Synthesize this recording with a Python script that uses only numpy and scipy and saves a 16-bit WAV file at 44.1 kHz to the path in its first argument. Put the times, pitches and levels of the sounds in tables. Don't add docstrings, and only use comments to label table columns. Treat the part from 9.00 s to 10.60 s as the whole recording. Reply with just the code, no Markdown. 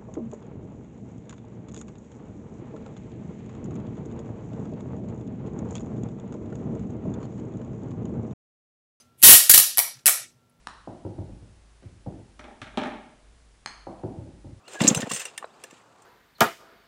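import sys
import numpy as np
from scipy import signal
from scipy.fft import rfft, irfft
from scipy.io import wavfile
from scipy.ndimage import uniform_filter1d, map_coordinates

SR = 44100
rng = np.random.default_rng(int(sys.argv[2]) if len(sys.argv) > 2 else 0)


def linear_from_db(decibels):
    return 10 ** (np.asarray(decibels, float) / 20)


def bounce(signal):
    frames = np.transpose(np.atleast_2d(signal))
    limited = np.clip(frames, -1, 1)
    pcm = np.round(limited * 32767).astype(np.int16)
    wavfile.write(sys.argv[1], SR, pcm)


N = 70560


def curve(table):
    s, db = np.array(table).T
    return linear_from_db(np.interp(np.arange(N) / SR, s, db, left=-200, right=-200))


def unit(x):
    return x / np.sqrt(np.mean(x ** 2))


def unit_energy(h):
    return h / np.sqrt(np.sum(h ** 2))


def on_log(table, hz):
    f, v = np.array(table).T
    return np.interp(np.log(np.maximum(hz, 1)), np.log(f), v)


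def convolve(x, h):
    return signal.fftconvolve(x, h)[:len(x)]


def colour(table, size=2048):
    gain = linear_from_db(on_log(table, np.fft.rfftfreq(size, 1 / SR)))
    cepstrum = irfft(np.log(gain))
    cepstrum[1:size // 2] *= 2
    cepstrum[size // 2 + 1:] = 0
    return unit_energy(irfft(np.exp(rfft(cepstrum))))


def modes(table, size):
    t = np.arange(size) / SR
    return sum(linear_from_db(db - 60 * t / t60) * np.sin(2 * np.pi * hz * t) for hz, db, t60 in table)


def band(x, hz, width_hz):
    edge = [max(hz - width_hz / 2, 10), min(hz + width_hz / 2, .49 * SR)]
    return signal.sosfilt(signal.butter(2, edge, "band", fs=SR, output="sos"), x)


def noise_band(hz, width_hz):
    return unit(band(rng.standard_normal(N), hz, width_hz))


def walk(rate_hz):
    z = rng.standard_normal(4096)
    return unit(map_coordinates(z, [np.arange(N) / SR * rate_hz], order=1, mode="wrap"))


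def cracks():
    cracks_per_s, spread_db = 26000, 1.6
    happens = rng.random(N) < cracks_per_s / SR
    size = linear_from_db(spread_db * rng.exponential(size=N))
    sign = np.sign(rng.standard_normal(N))
    return unit(happens * sign * size)


def room_tone():
    # frequency in Hz, level in dB per Hz.
    floor = [(30, -38), (60, -18.5), (140, -9.5), (260, -19), (500, -20), (1340, -30.5), (4000, -34),
             (15000, -45)]
    floor_db = -70
    out = 0
    for hz in 40 * 2 ** np.arange(0, 8.6, .5):
        noise = noise_band(hz, hz * .35)
        waver_db = 2.5 * walk(12) * (hz < 400)
        out = out + noise * np.sqrt(hz) * linear_from_db(on_log(floor, hz) + waver_db)
    return linear_from_db(floor_db) * unit(out)


def appliance_hum():
    # frequency in Hz, level in dB.
    lines = [(60, -99), (120, -80), (242, -76.5), (1359, -75.5)]
    t = np.arange(N) / SR
    return sum(linear_from_db(db + 3.4 * walk(25)) * np.sin(2 * np.pi * hz * t) for hz, db in lines)


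def earlier_tick():
    # frequency in Hz, level in dB, time to fade by 60 dB in seconds.
    rings = [(4940, -59, 0.099), (5770, -69, 0.086), (6120, -61, .15), (6780, -82, 0.11),
             (10500, -60, 0.068)]
    tail_db, tail_t60_s = -62.5, .25
    t = np.arange(N) / SR
    tail = noise_band(5000, 9000) * linear_from_db(tail_db - 60 * t / tail_t60_s)
    ring = sum(linear_from_db(db - 60 * t / t60) * noise_band(hz, 140) for hz, db, t60 in rings)
    return ring + tail


def late_tick():
    start_s, level_db, t60_s = 1.497, -69, .048
    t = np.arange(N) / SR
    fade = linear_from_db(level_db - 60 * np.maximum(t - start_s, 0) / t60_s)
    return (t > start_s) * fade * noise_band(10300, 1500)


def jolt():
    centre_s, length_s, level_db = .790, .0015, -39.5
    t = np.arange(N) / SR
    return linear_from_db(level_db) * np.exp(-((t - centre_s) / length_s) ** 2)


def bumps():
    # centre in seconds, level in dB.
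    swells = [
        (.19, -62),
        (0.592, -41.5),
        (.975, -56.5),
        (1.22, -63),
        (1.37, -59.5),
    ]
    hz, length_s = 128, .02
    t = np.arange(N) / SR
    swell = sum(linear_from_db(db) * np.exp(-((t - s) / length_s) ** 2) for s, db in swells)
    return swell * np.sin(2 * np.pi * hz * t)


def rustle():
    # time in seconds, level in dB.
    friction = [
        (.93, -73),
        (.97, -63),
        (1.0, -66.5),
        (1.05, -80),
        (1.06, -90),
    ]
    patches = linear_from_db(4.4 * walk(140))
    return curve(friction) * patches * unit(band(cracks(), 4700, 7700))


def creep():
    # time in seconds, level in dB.
    tension = [
        (.170, -84),
        (.186, -63.5),
        (.200, -56.5),
        (.218, -50),
        (.222, -78),
    ]
    low_db = -12
    crackle = cracks()
    creak = unit(band(crackle, 10600, 4000)) + linear_from_db(low_db) * unit(band(crackle, 2900, 1500))
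    return curve(tension) * linear_from_db(2.5 * walk(420)) * creak


def long_pull(crackle):
    # time in seconds, effort in dB.
    effort = [
        (.2330, -66),
        (.2336, -5),
        (.240, -6.5),
        (.260, -7.5),
        (.290, -5.5),
        (.330, -6),
        (.350, -13),
        (.372, -22.5),
        (.385, -39.5),
    ]
    stutter_hz, stutter_db = 251.2, 1.5
    return crackle * curve(effort) * linear_from_db(stutter_db * walk(stutter_hz))


def slips(crackle):
    # start in seconds, length in seconds.
    times = [(.2190, .001), (.2268, .0008), (.2305, .001), (.4952, .0045), (.5030, .0018), (.5110, .003),
             (.5150, .0015), (.5385, .0018), (.5430, .004), (.5510, .001), (.5580, .002), (.5768, .004),
             (.5870, .002), (.5990, .0015), (.7733, .0004), (.7803, .0005), (.7821, .0009), (.7898, .0009),
             (.7975, .001), (1.0582, .0008), (1.0650, .0018), (1.0715, .0009), (1.0780, .0012),
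             (1.0855, .001), (1.0935, .0008)]
    strengths = [-29, -12, -16, -3, -7, -11, -8, -5, -4, -8, -10, -6, -13, -11, -13, -22, -9, -9, -16, -9,
                 -8.5, -10, -8.5, -12, -14]
    release_s = .0009
    t = np.arange(N) / SR
    force = np.zeros(N)
    for (start, length), db in zip(times, strengths):
        attack = np.clip((t - start) * SR / 4, 0, 1)
        gate = linear_from_db(db) * attack * np.exp(-np.maximum(t - start - length, 0) / release_s)
        burst = gate * crackle
        force = force + burst * np.sqrt(np.sum(gate ** 2) / np.sum(burst ** 2))
    return force


def shell(force):
    # frequency in Hz, level in dB, time to fade by 60 dB in seconds.
    shell_modes = [(818, -10.5, 0.0065), (1081, -9, 0.014), (1446, 5, .008), (1967, 8.5, 0.01),
                   (2273, 9.5, 0.013), (3150, -7.5, 0.0073), (4480, -4.5, 0.0041), (6113, -3, 0.03)]
    # time in seconds, shake of the shell in dB.
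    grip = [(.2, -10), (.4, -1.5), (.5, -7.5), (.6, -2.5), (.77, -6.5), (.8, 4), (1.05, -13.5), (1.1, 9.5)]
    shell_db = -10
    shake = linear_from_db(np.interp(np.arange(N) / SR, *np.array(grip).T))
    ring = unit_energy(modes(shell_modes, size=4096))
    return linear_from_db(shell_db) * convolve(force * shake, ring)


def film(force):
    # frequency in Hz, gain in dB.
    film_colour = [(150, -49.5), (500, -28), (1300, -10), (3000, -6.5), (5500, -7.5), (8500, -3),
                   (11500, 2.5), (16000, -6.5)]
    return convolve(force, colour(film_colour))


def tape():
    crackle = cracks()
    force = long_pull(crackle) + slips(crackle)
    high_pass = signal.butter(5, 556, "high", fs=SR, output="sos")
    return signal.sosfilt(high_pass, film(force) + shell(force))


def room_response(size=30000):
    # frequency in Hz, time to fade by 60 dB in seconds.
    room_t60 = [(250, 0.49), (800, .33), (2000, 0.37), (5500, 0.46), (10000, 0.34), (15000, .29)]
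    rise_s, sparse_s, room_db = .004, .006, -3.3
    table_s, table_db = .0027, -6.5
    t = np.arange(size) / SR
    dense = np.clip(t / sparse_s, 0, 1) ** 2 + .0013
    echoes = rng.standard_normal(size) * (rng.random(size) < dense) / np.sqrt(dense)
    hz, s, z = signal.stft(echoes, SR, nperseg=128)
    fade = linear_from_db(-60 * s / on_log(room_t60, hz)[:, None])
    tail = signal.istft(z * fade, SR, nperseg=128)[1][:size]
    tail = tail * (1 - np.exp(-(t / rise_s) ** 2))
    h = linear_from_db(room_db) * unit_energy(tail)
    h[0] += 1
    h[int(table_s * SR)] += linear_from_db(table_db)
    return h


def suppress(x):
    # frequency in Hz, threshold in dB.
    threshold = [(300, -65.5), (2000, -65), (8000, -61.5), (15000, -50.5)]
    depth_db = -16
    hz, _, z = signal.stft(x, SR, nperseg=128)
    power = uniform_filter1d(np.abs(z) ** 2, size=3, axis=0)
    power = uniform_filter1d(power, size=9, axis=1)
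    level_db = 10 * np.log10(np.abs(power) + 1e-16)
    under_db = np.minimum(level_db - on_log(threshold, hz)[:, None], 0)
    return signal.istft(z * linear_from_db(np.maximum(under_db, depth_db)), SR, nperseg=128)[1][:N]


def scene():
    pulled = suppress(convolve(tape(), room_response()))
    small = creep() + earlier_tick() + late_tick() + jolt() + bumps()
    background = room_tone() + appliance_hum()
    return (pulled + small + background + rustle())[None]


def band_limit(x):
    return signal.sosfilt(signal.butter(12, 16530, fs=SR, output="sos"), x)


def record(dry):
    gain_db, ceiling_db, knee = 4.42, -.8, 12
    x = dry * linear_from_db(gain_db)
    x = linear_from_db(ceiling_db) * x / (1 + np.abs(x) ** knee) ** (1 / knee)
    x = signal.sosfilt(signal.ellip(8, .2, 36, 15750, fs=SR, output="sos"), x)
    return band_limit(x)


dry = scene()
out = record(dry)
bounce(out)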